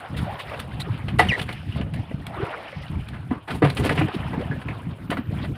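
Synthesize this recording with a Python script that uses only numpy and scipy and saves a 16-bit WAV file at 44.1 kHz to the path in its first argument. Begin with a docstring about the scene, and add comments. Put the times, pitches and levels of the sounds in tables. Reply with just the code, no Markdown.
"""On the deck of a small boat, two fish are dropped into a fibreglass ice hold.
The first slaps the wall and squeaks down it; the second thuds onto the catch and slithers over it.
Contacts are crackle, noise and ringing wall modes; thumps and squeaks are gliding sines; slithers are crackle.
Wind is shaped noise in gusts; water is flickering foam with bubbles, spray and gulps under the hull.
A faint, very high whistle arches up and down twice."""
import sys
import numpy as np
from scipy import signal
from scipy.fft import rfft, irfft
from scipy.io import wavfile
from scipy.ndimage import uniform_filter1d, map_coordinates

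SR = 44100
rng = np.random.default_rng(int(sys.argv[2]) if len(sys.argv) > 2 else 0)


def wav_out(sig):
    """Save sig, one row per channel (or a flat mono array), as 16-bit PCM at SR to the path in sys.argv[1]."""
    wavfile.write(sys.argv[1], SR, np.round(np.clip(np.atleast_2d(sig).T, -1, 1) * 32767).astype(np.int16))


N = 245637  # length of the scene in samples


def undb(db):
    """Decibels to gain."""
    return 10 ** (np.asarray(db) / 20)


def unit(x):
    """Scale to an rms of one."""
    return x / np.sqrt(np.mean(x ** 2))


def add(track, s, sound):
    """Mix a sound into a track at time s."""
    start = max(int(s * SR), 0)
    track[start:start + len(sound)] += sound[:max(N - start, 0)]


def band(x, low_hz, high_hz, order=2):
    """Band-pass filter."""
    edges = [low_hz, min(high_hz, .45 * SR)]
    return signal.sosfilt(signal.butter(order, edges, "bandpass", fs=SR, output="sos"), x)


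def low_pass(x, hz):
    """Low-pass filter without delay, so that subtracting it leaves the matching upper part."""
    return signal.sosfiltfilt(signal.butter(2, hz, fs=SR, output="sos"), x)


def colour(x, points, tilt_db=0, size=4096):
    """Causal filter with the given spectrum, tilted in dB per octave; the result has unit rms."""
    hz, db = np.transpose(points)
    octave = np.log2(np.maximum(np.arange(size // 2 + 1) * SR / size, 1))
    # the tilt acts between 256 and 4096 Hz and stays level outside
    shape_db = np.interp(octave, np.log2(hz), db) + tilt_db * np.clip(octave, 8, 12)
    # folding the cepstrum gives minimum phase
    cepstrum = irfft(np.log(undb(shape_db)))
    cepstrum[1:size // 2] *= 2
    cepstrum[size // 2 + 1:] = 0
    impulse = irfft(np.exp(rfft(cepstrum)))
    return unit(signal.fftconvolve(x, impulse)[:len(x)])


def walk(rate, size=N):
    """Random curve that heads for a new value rate times a second, with an rms of one."""
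    steps = rng.standard_normal(size)
    return unit(map_coordinates(steps, [np.arange(size) * rate / SR], order=1))


def crackle(size, rate, spread_db):
    """Dense tiny clicks of unequal strength, rate of them a second on average."""
    chance = rng.random(size) < rate / SR
    strength = undb(spread_db * np.minimum(rng.exponential(size=size), 4))
    return chance * rng.choice([-1, 1], size) * strength


def blow(t, rise, t60):
    """Envelope of a soft contact: it builds up, then dies away."""
    rise = max(rise, 1 / SR)
    build_up = np.sin(np.minimum(t / rise, 1) * np.pi / 2) ** 2
    return build_up * np.exp(-np.log(1000) * np.maximum(t - rise, 0) / t60)


def swell(start, length, attack, t60):
    """Envelope over the whole scene: it rises, holds until the length is over, then dies away."""
    t = np.arange(N) / SR - start
    build_up = np.sin(np.clip(t / attack, 0, 1) * np.pi / 2) ** 2
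    return build_up * np.exp(-np.log(1000) * np.maximum(t - length, 0) / t60)


def swells(events, attack, t60):
    """Joint envelope of (start, length, level) events; their powers add."""
    return np.sqrt(sum((undb(db) * swell(start, length, attack, t60)) ** 2 for start, length, db in events))


def bubbles(count=650, cycles=22, glide=0.24, spread_db=7.0):
    """Bubbles of all sizes ring briefly, rising in pitch as they reach the surface."""
    out = np.zeros(N)
    for when, size, strength, life in rng.random((count, 4)):
        hz = 450 * 8 ** size
        t60 = cycles * (.5 + life) / np.sqrt(hz * 700)
        t = np.arange(int(t60 * SR)) / SR
        phase = 2 * np.pi * hz * t * (1 + glide * t / t60 / 2)
        ring = blow(t, 0.0045, t60) * np.sin(phase)
        level_db = spread_db * min(-np.log(1 - strength), 2.5)
        add(out, when * N / SR, undb(level_db) * ring)
    return unit(out)


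# Waves running along the hull. Each row: crest in seconds, level in dB, rise in seconds,
# drain t60 in seconds, tilt in dB that lifts the fine foam and lowers the coarse slosh.
WAVES = [(.03, -41.5, .1, 1.3, -0.5), (.29, -39, 0.3, 2.56, -2), (.56, -37, 0.16, 0.55, -1),
         (.98, -42.5, 0.54, 1.7, -2), (1.56, -44, 0.22, 1.07, 3.5), (1.78, -45, 0.2, 0.24, 5.5),
         (2.02, -46, 0.16, 3, -1), (2.5, -36.5, 0.33, 1.7, -4.5), (2.85, -49, 0.9, 2.4, 6.5),
         (4.12, -37, 0.43, 3.6, -1.5), (4.45, -49, 0.13, 1.1, -8), (4.72, -44, 0.046, 0.56, -2),
         (5.43, -39.5, 0.19, 0.27, 0.5), (5.56, -44, 0.025, .5, 3)]
# Spectrum of the water. Each row: frequency in Hz, density in dB per Hz.
WASH_COLOUR = [(100, -19), (350, -6.5), (700, -1), (1200, -4), (2000, -6.5), (3000, -8), (4200, -19),
               (5200, -25.5), (6500, -44), (9000, -72), (16000, -86)]
# Spectrum of fine spray and spitting droplets. 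Each row: frequency in Hz, density in dB per Hz.
SPRAY_COLOUR = [(3000, -39), (6500, -10.5), (8000, -6), (9500, 2), (11000, -5.5), (12500, -11), (14000, -8),
                (16000, -15.5)]
CALM_DB = -54.5  # lapping between the waves
SPRAY_DB, SPRAY_FOLLOWS = -33.5, 0.76  # spray over a froth of 0 dB, and the dB it gains per dB of froth


def wash(flicker_db=3.5, fizz_db=-2, bubble_db=-8.0):
    """Waves along the hull: bubbles in a rush of foam whose bands flicker, with fine spray on top."""
    foam = rng.standard_normal(N) + undb(fizz_db) * unit(crackle(N, rate=400, spread_db=3.5))
    edges = np.geomspace(150, 9600, 13)
    rush = np.zeros(N)
    for low, high in zip(edges, edges[1:]):
        # a random shift makes the bands independent
        rush += band(np.roll(foam, rng.integers(N)), low, high) * undb(flicker_db * walk(35))
    water = colour(rush, WASH_COLOUR) + undb(bubble_db) * colour(bubbles(), WASH_COLOUR, tilt_db=1.5)
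    # fine foam sounds bright, a coarse slosh dark
    coarse = low_pass(water, 1600)
    slosh_power = froth_power = undb(CALM_DB) ** 2
    for crest, db, rise, drain, tilt_db in WAVES:
        flow = undb(db) * swell(crest - rise, rise, rise, drain)
        slosh_power = slosh_power + (flow / undb(tilt_db)) ** 2
        froth_power = froth_power + (flow * undb(tilt_db)) ** 2
    slosh, froth = np.sqrt(slosh_power), np.sqrt(froth_power)
    spray = colour(foam, SPRAY_COLOUR) * froth ** SPRAY_FOLLOWS * undb(SPRAY_DB + 3.3 * walk(57))
    return coarse * slosh + (water - coarse) * froth + spray


# Gusts on the microphone. Each row: start in seconds, length in seconds, level in dB,
# extra level in dB for the upper rumble.
GUSTS = [(0.087, 0.24, -30.5, -1.5), (0.445, .16, -38, 0.5), (0.625, 0.4, -33, -1.5),
         (1.024, 0.26, -26.5, -3.5), (1.375, 0.32, -33.5, -0.5), (1.665, 0.35, -29.5, -5.5),
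         (2.067, 0.32, -35, 0), (2.752, .07, -33, -4), (2.888, 0.11, -27, -5), (3.057, 0.28, -32, -1.5),
         (3.494, 0.32, -30.5, 1.5), (3.754, 0.3, -27.5, 5), (4.177, 0.4, -29.5, 3), (4.644, 0.29, -34, 2.5),
         (4.985, 0.36, -33.5, 3), (5.258, 0.26, -31, 4)]
# Spectrum of the wind. Each row: frequency in Hz, density in dB per Hz.
WIND_COLOUR = [(20, -10), (33, -12), (50, -11), (70, -0.5), (110, 1), (150, -2), (220, -8.5), (300, -13.5),
               (420, -25.5), (800, -47), (2000, -65.5)]
GUST_ATTACK_S, GUST_T60_S = .02, .25
RUMBLE_SPLIT_HZ = 214


def wind(eddy_db=3.0, draught_db=-49):
    """Eddies buffet the microphone in gusts over a steady rumble; small eddies fill the upper rumble."""
    eddies = colour(rng.standard_normal(N), WIND_COLOUR)
    # even out the level over 40 ms, so that the gusts and a random flutter shape it
    eddies = eddies / np.sqrt(uniform_filter1d(eddies ** 2, SR // 25) + 1e-6)
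    large = low_pass(eddies, RUMBLE_SPLIT_HZ)
    lower_gusts = [(s, length, db) for s, length, db, upper_db in GUSTS]
    upper_gusts = [(s, length, db + upper_db) for s, length, db, upper_db in GUSTS]
    lower = swells(lower_gusts, GUST_ATTACK_S, GUST_T60_S)
    upper = swells(upper_gusts, GUST_ATTACK_S, GUST_T60_S)
    gusts = (large * lower + (eddies - large) * upper) * undb(eddy_db * walk(35))
    return gusts + undb(draught_db) * colour(rng.standard_normal(N), WIND_COLOUR)


# Dull blows on the hold floor and the deck. Each row: start in seconds,
# pitch in Hz at the middle of its sinking glide, level in dB, t60 in seconds.
THUMPS = [(0.123, 115, -22, 0.051), (0.226, 163, -16, 0.017), (0.898, 112, -14.5, 0.12),
          (1.257, 156, -13.5, 0.02), (1.289, 125, -11, 0.022), (1.408, 125, -15.5, 0.023),
          (1.687, 106, -17, .05), (1.760, 150, -13, 0.019), (1.803, 170, -11, 0.011),
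          (1.921, 148.3, -21.5, 0.17), (2.139, 136, -12.5, 0.016), (2.427, 117, -14.5, 0.02),
          (3.312, 244, -13.5, 0.075), (3.62, 298, -14.5, 0.092), (3.633, 132, -8.5, 0.12),
          (3.654, 140, -9.5, 0.15), (3.854, 300, -15, 0.02), (3.903, 183, -16, 0.066),
          (3.987, 145, -10, 0.093), (4.02, 324, -17.5, 0.13), (4.161, 175, -14.5, 0.023),
          (4.253, 139, -16.5, 0.035), (4.376, 178, -12.5, 0.025), (4.454, 175, -21, .033),
          (4.497, 130, -14, 0.062), (4.866, 169, -20.5, .05), (5.095, 184, -13.5, 0.0084),
          (5.185, 240, -18, 0.094), (5.282, 114, -18, 0.057), (5.323, 155, -16, 0.031)]


def thumps():
    """A soft weight pushes a panel, which swings and dies away, sinking in pitch as the load settles."""
    out, t = np.zeros(N), np.arange(SR // 4) / SR
    settling = 1 + .14 * (np.exp(-t / .015) - .5)
    for s, hz, db, t60 in THUMPS:
        swing = np.sin(2 * np.pi * np.cumsum(hz * settling) / SR)
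        # the push builds up over one swing
        add(out, s, undb(db) * blow(t, 1 / hz, t60) * swing)
    return out


# Modes of the hold wall. Each row: frequency in Hz, level in dB, t60 in seconds.
WALL_MODES = [(333, -4, 0.17), (458, -2.5, 0.086), (536, -15.5, 0.3), (733, 7, 0.11), (859, 2.5, 0.08),
              (933, -8.5, 0.18), (1167, -1, 0.04), (1840, -1.5, 0.031), (1976, 6, 0.05), (2385, -10, 0.032),
              (3240, -33, 0.033)]


def wall_ring(t, rise):
    """The modes of the hold wall after one contact, each a decaying sine with a random phase."""
    ring = np.zeros(len(t))
    for hz, db, t60 in WALL_MODES:
        ring += undb(db) * blow(t, rise, t60) * np.sin(2 * np.pi * (hz * t + rng.random()))
    return ring


# Wet contacts of fish, hands and feet. Each row: start in seconds, level in dB, rise in seconds,
# t60 in seconds, brightness of the smack in dB per octave, pitch of the air pocket in Hz.
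SLAPS = [(0.159, -36, 0.019, 0.21, 4.5, 3450), (0.384, -33, 0.014, 0.12, 2.5, 2920),
         (0.586, -33.5, 0.017, 0.057, 6, 3370), (.794, -33, 0.012, 0.061, 9, 3550),
         (1.081, -29.5, 0.0047, 0.083, -1, 2820), (1.184, -23, 0.0088, 0.061, 4.5, 470),
         (1.191, -12.5, 0.0056, .11, 1, 800), (1.222, -28, 0.0049, 0.41, -0.5, 2010),
         (1.388, -24.5, 0.0078, 0.057, 1, 2680), (1.413, -29, 0.0042, 0.073, 4, 3180),
         (1.482, -29, 0.012, 0.11, -1.5, 2020), (1.525, -35, 0.0022, 0.05, 4.5, 3130),
         (1.757, -34.5, 0.0024, 0.7, -5.5, 597), (1.811, -31, 0.0028, 0.057, -2, 2570),
         (1.933, -36, 0.0086, 0.08, 3.5, 610), (2.109, -30.5, 0.0035, 0.071, -8.5, 500),
         (2.265, -29.5, 0.0032, 0.014, 5, 3200), (3.083, -38.5, 0.0047, 0.042, 5, 3040),
         (3.13, -40, 0.0057, 0.34, -2, 1520), (3.304, -29.5, 0.0087, 0.28, -5, 1030),
         (3.472, -30.5, .012, 0.29, -1, 780), (3.499, -29, 0.011, 0.13, 1, 1450),
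         (3.618, -12.5, 0.0067, 0.12, -6, 495), (3.641, -18, 0.0043, 0.19, -2.5, 410),
         (3.696, -28, 0.0089, 0.032, 3.5, 3640), (3.767, -25.5, 0.0047, 0.095, 3.5, 2710),
         (3.795, -22, 0.0021, 0.19, -9.5, 412), (3.845, -29.5, 0.017, .12, -3, 420),
         (3.891, -19, 0.0033, .11, -0.5, 1880), (3.909, -19.5, 0.0055, .06, -6, 477),
         (3.973, -22.5, 0.0076, 0.19, -2, 2470), (4.005, -18.5, 0.0081, 0.045, -6, 780),
         (4.017, -24.5, 0.0023, .06, -11, 2600), (4.082, -27, 0.0023, .05, -2, 423),
         (4.139, -35, .007, .06, 2, 3600), (4.331, -26.5, 0.0031, 0.14, -7.5, 880),
         (4.411, -38, 0.0014, .1, 1, 1920), (4.510, -29, 0.0025, 0.26, -9, 1640),
         (4.613, -36, 0.0043, 0.059, 0.5, 1700), (4.682, -30.5, 0.0033, 0.2, -5, 2290),
         (5.101, -26.5, 0.0043, 0.052, 4, 1250), (5.115, -21.5, 0.0019, 0.12, -2.5, 668),
         (5.169, -26.5, 0.0026, 0.13, -3, 1370), (5.429, -34, 0.022, 0.06, -0.5, 590)]
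# Spectrum of a smack before its brightness. Each row: frequency in Hz, density in dB per Hz.
SLAP_COLOUR = [(60, -26.5), (200, -8), (350, -3), (800, -7), (1400, -5), (2000, -6.5), (3000, -10.5),
               (4500, -20.5), (6500, -42.5), (9500, -28), (12000, -40), (16000, -61)]
WALL_RING_DB = -19.5  # gain of the wall modes under any contact, relative to that contact


def slaps(pocket_db=-3, pocket_width=0.29, spit_db=-26, spit_per_bright=3.04, patchy_db=2):
    """Wet skin lands in many tiny smacks: trapped air squelches, droplets spit, and the hold wall rings."""
    out, t = np.zeros(N), np.arange(SR // 4) / SR
    widen = 1 + pocket_width / 2
    for s, db, rise, t60, bright_db, pocket_hz in SLAPS:
        contact = blow(t, rise, t60)
        patches = contact * undb(patchy_db * walk(182, size=len(t)))
        smack = colour(crackle(len(t), rate=12000, spread_db=2), SLAP_COLOUR, bright_db)
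        pocket = band(rng.standard_normal(len(t)), pocket_hz / widen, pocket_hz * widen)
        spit = colour(crackle(len(t), rate=2600, spread_db=5.5), SPRAY_COLOUR)
        # a brighter, wetter contact throws more droplets
        spit_gain = undb(spit_db + spit_per_bright * min(bright_db, 6))
        wet = unit(smack * patches) + undb(pocket_db) * unit(pocket * patches) + spit_gain * unit(spit * patches)
        # the wet parts share the energy of the contact
        wet = unit(wet) * np.sqrt(np.mean(contact ** 2))
        add(out, s, undb(db) * (wet + undb(WALL_RING_DB) * wall_ring(t, rise)))
    return out


# Faint, very high whistles. Each row: start in seconds, length in seconds, level in dB.
WHISTLES = [(.2, .4, -66), (4.98, .38, -63)]
WHISTLE_END_HZ, WHISTLE_TOP_HZ = 11800, 13900  # centre of the wobbling pitch at either end and at the top


def whistles(wobble=.05):
    """A thin whistle rises, levels off and sinks again; random pitch and level make it airy."""
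    out = np.zeros(N)
    for s, length, db in WHISTLES:
        arch = np.sin(np.linspace(0, np.pi, int(length * SR))) ** 2
        hz = WHISTLE_TOP_HZ - (WHISTLE_TOP_HZ - WHISTLE_END_HZ) * (1 - arch) ** 4
        phase = 2 * np.pi * np.cumsum(hz * (1 + wobble * walk(1500, size=len(hz)))) / SR
        add(out, s, undb(db) * np.sqrt(arch) * walk(700, size=len(hz)) * np.sin(phase))
    return out


# Water gulping under the hull. Each row: start in seconds, length in seconds,
# first pitch in Hz, last pitch in Hz, level in dB.
GULPS = [(0.251, 0.084, 540, 920, -33), (0.483, 0.1, 646, 489, -37.5), (.864, 0.036, 464, 314, -32.5),
         (2.358, .06, 1004, 1400, -36), (2.381, 0.078, 311, 481, -28), (4.135, 0.028, 360, 276, -26),
         (4.377, 0.065, 290.5, 722, -30.5), (5.292, 0.06, 366, 800, -40)]


def gulps():
    """Churning water stirs air pockets under the hull; each glides as the water closes on it."""
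    out = np.zeros(N)
    for s, length, first_hz, last_hz, db in GULPS:
        size = int(length * SR)
        phase = 2 * np.pi * np.cumsum(np.geomspace(first_hz, last_hz, size)) / SR
        # two random curves spread the tone into a narrow gliding noise
        churn = walk(220, size=size) * np.sin(phase) + walk(220, size=size) * np.cos(phase)
        add(out, s, undb(db) * np.sin(np.linspace(0, np.pi, size)) * churn)
    return out


# Wet skin skidding on the smooth wall, one list of points a skid.
# Each row: time in seconds, centre pitch in Hz, level in dB before the common gain and the partials.
SKIDS = [
    [(0.8, 4100, -44), (0.808, 3750, -44), (0.818, 3840, -32), (0.826, 3930, -51)],
    [(1.287, 3050, -29), (1.291, 2970, -26.5), (1.311, 2407, -25.5), (1.321, 1980, -23), (1.331, 1826, -24),
     (1.337, 1917, -21), (1.345, 2067, -34), (1.357, 1840, -33), (1.366, 1815, -42)],
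]
# Partials of a squeak, from the fundamental up. Each entry: gain in dB.
SQUEAK_PARTIALS = [5, -18.5, -36, -36, -43]


def skids(skid_db=0.4, flutter_db=3.0, wobble=.032, rough=0.16):
    """Fast stick-slip gives an unsteady gliding squeak with weak overtones."""
    out = np.zeros(N)
    for skid in SKIDS:
        s, hz, db = np.transpose(skid)
        t = np.arange(s[0], s[-1], 1 / SR)
        pitch = np.interp(t, s, hz) * (1 + wobble * walk(957, size=len(t)))
        phase = 2 * np.pi * np.cumsum(pitch) / SR
        grip = undb(np.interp(t, s, db) + skid_db + flutter_db * walk(267, size=len(t)))
        grip = grip * (1 + rough * walk(2200, size=len(t)))
        squeak = sum(undb(part_db) * np.sin(k * phase) for k, part_db in enumerate(SQUEAK_PARTIALS, 1))
        add(out, s[0], grip * squeak)
    return out


# Square knocks on the hold wall. Each row: start in seconds, gain of the wall modes in dB.
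KNOCKS = [(1.191, -16.5), (3.308, -43.5), (3.618, -38), (5.112, -40)]
KNOCK_RISE_S = 0.0062


def knocks():
    """A square hit sets the hold wall ringing."""
    out, t = np.zeros(N), np.arange(SR // 4) / SR
    for s, db in KNOCKS:
        add(out, s, undb(db) * wall_ring(t, KNOCK_RISE_S))
    return out


# Fish sliding down the wall and over the catch. Each row: start in seconds, length in seconds, level in dB.
SLIDES = [(1.225, 0.21, -38), (3.485, 0.092, -40.5), (3.65, 0.1, -41), (3.77, 0.23, -34.5),
          (3.82, 0.062, -28)]
# Spectrum of the rasp. Each row: frequency in Hz, density in dB per Hz.
SLITHER_COLOUR = [(100, -4), (400, 9), (800, 2), (1500, -4), (2800, -5.5), (4500, -14), (6500, -31),
                  (9500, -30), (12000, -68), (16000, -48)]
SLIDE_ATTACK_S, SLIDE_T60_S = .03, .15


def slither(jerk_db=4, squish_db=-20.5, squish_patchy_db=5):
    """Scales and fins rasp over wet surfaces in small jerks, squeezing out patches of fine crackle."""
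    rasp = colour(crackle(N, rate=2500, spread_db=2.0), SLITHER_COLOUR)
    squish = colour(crackle(N, rate=1200, spread_db=-1.5), SPRAY_COLOUR)
    squish = squish * undb(squish_db + squish_patchy_db * walk(60))
    return (rasp + squish) * swells(SLIDES, SLIDE_ATTACK_S, SLIDE_T60_S) * undb(jerk_db * walk(90))


def hold(x, t60=0.07, echo_db=-15):
    """The small box adds a short tail of close reflections, made of decaying noise."""
    t = np.arange(SR // 3) / SR
    tail = band(rng.standard_normal(len(t)), 300, 9000, order=1) * blow(t, .006, t60)
    tail = tail / np.sqrt(np.sum(tail ** 2))
    return x + undb(echo_db) * signal.fftconvolve(x, tail)[:N]


def scene():
    """The fish in the hold, with sea and wind around the boat."""
    in_hold = hold(thumps() + slaps() + knocks() + slither())
    return (wash() + wind() + in_hold + whistles() + gulps() + skids())[None]


PEAK_CEILING = .88  # full scale is 1
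TOP_HZ = 15550


def record(dry, low_cut_hz=48):
    """The microphone loses the deepest bass and rounds the loudest peaks; the recorder cuts off the top."""
    thinned = signal.sosfilt(signal.butter(2, low_cut_hz, "highpass", fs=SR, output="sos"), dry)
    rounded = thinned / (1 + (thinned / PEAK_CEILING) ** 8) ** (1 / 8)
    return signal.sosfilt(signal.ellip(10, .2, 80, TOP_HZ, fs=SR, output="sos"), rounded)


dry = scene()
out = record(dry)
wav_out(out)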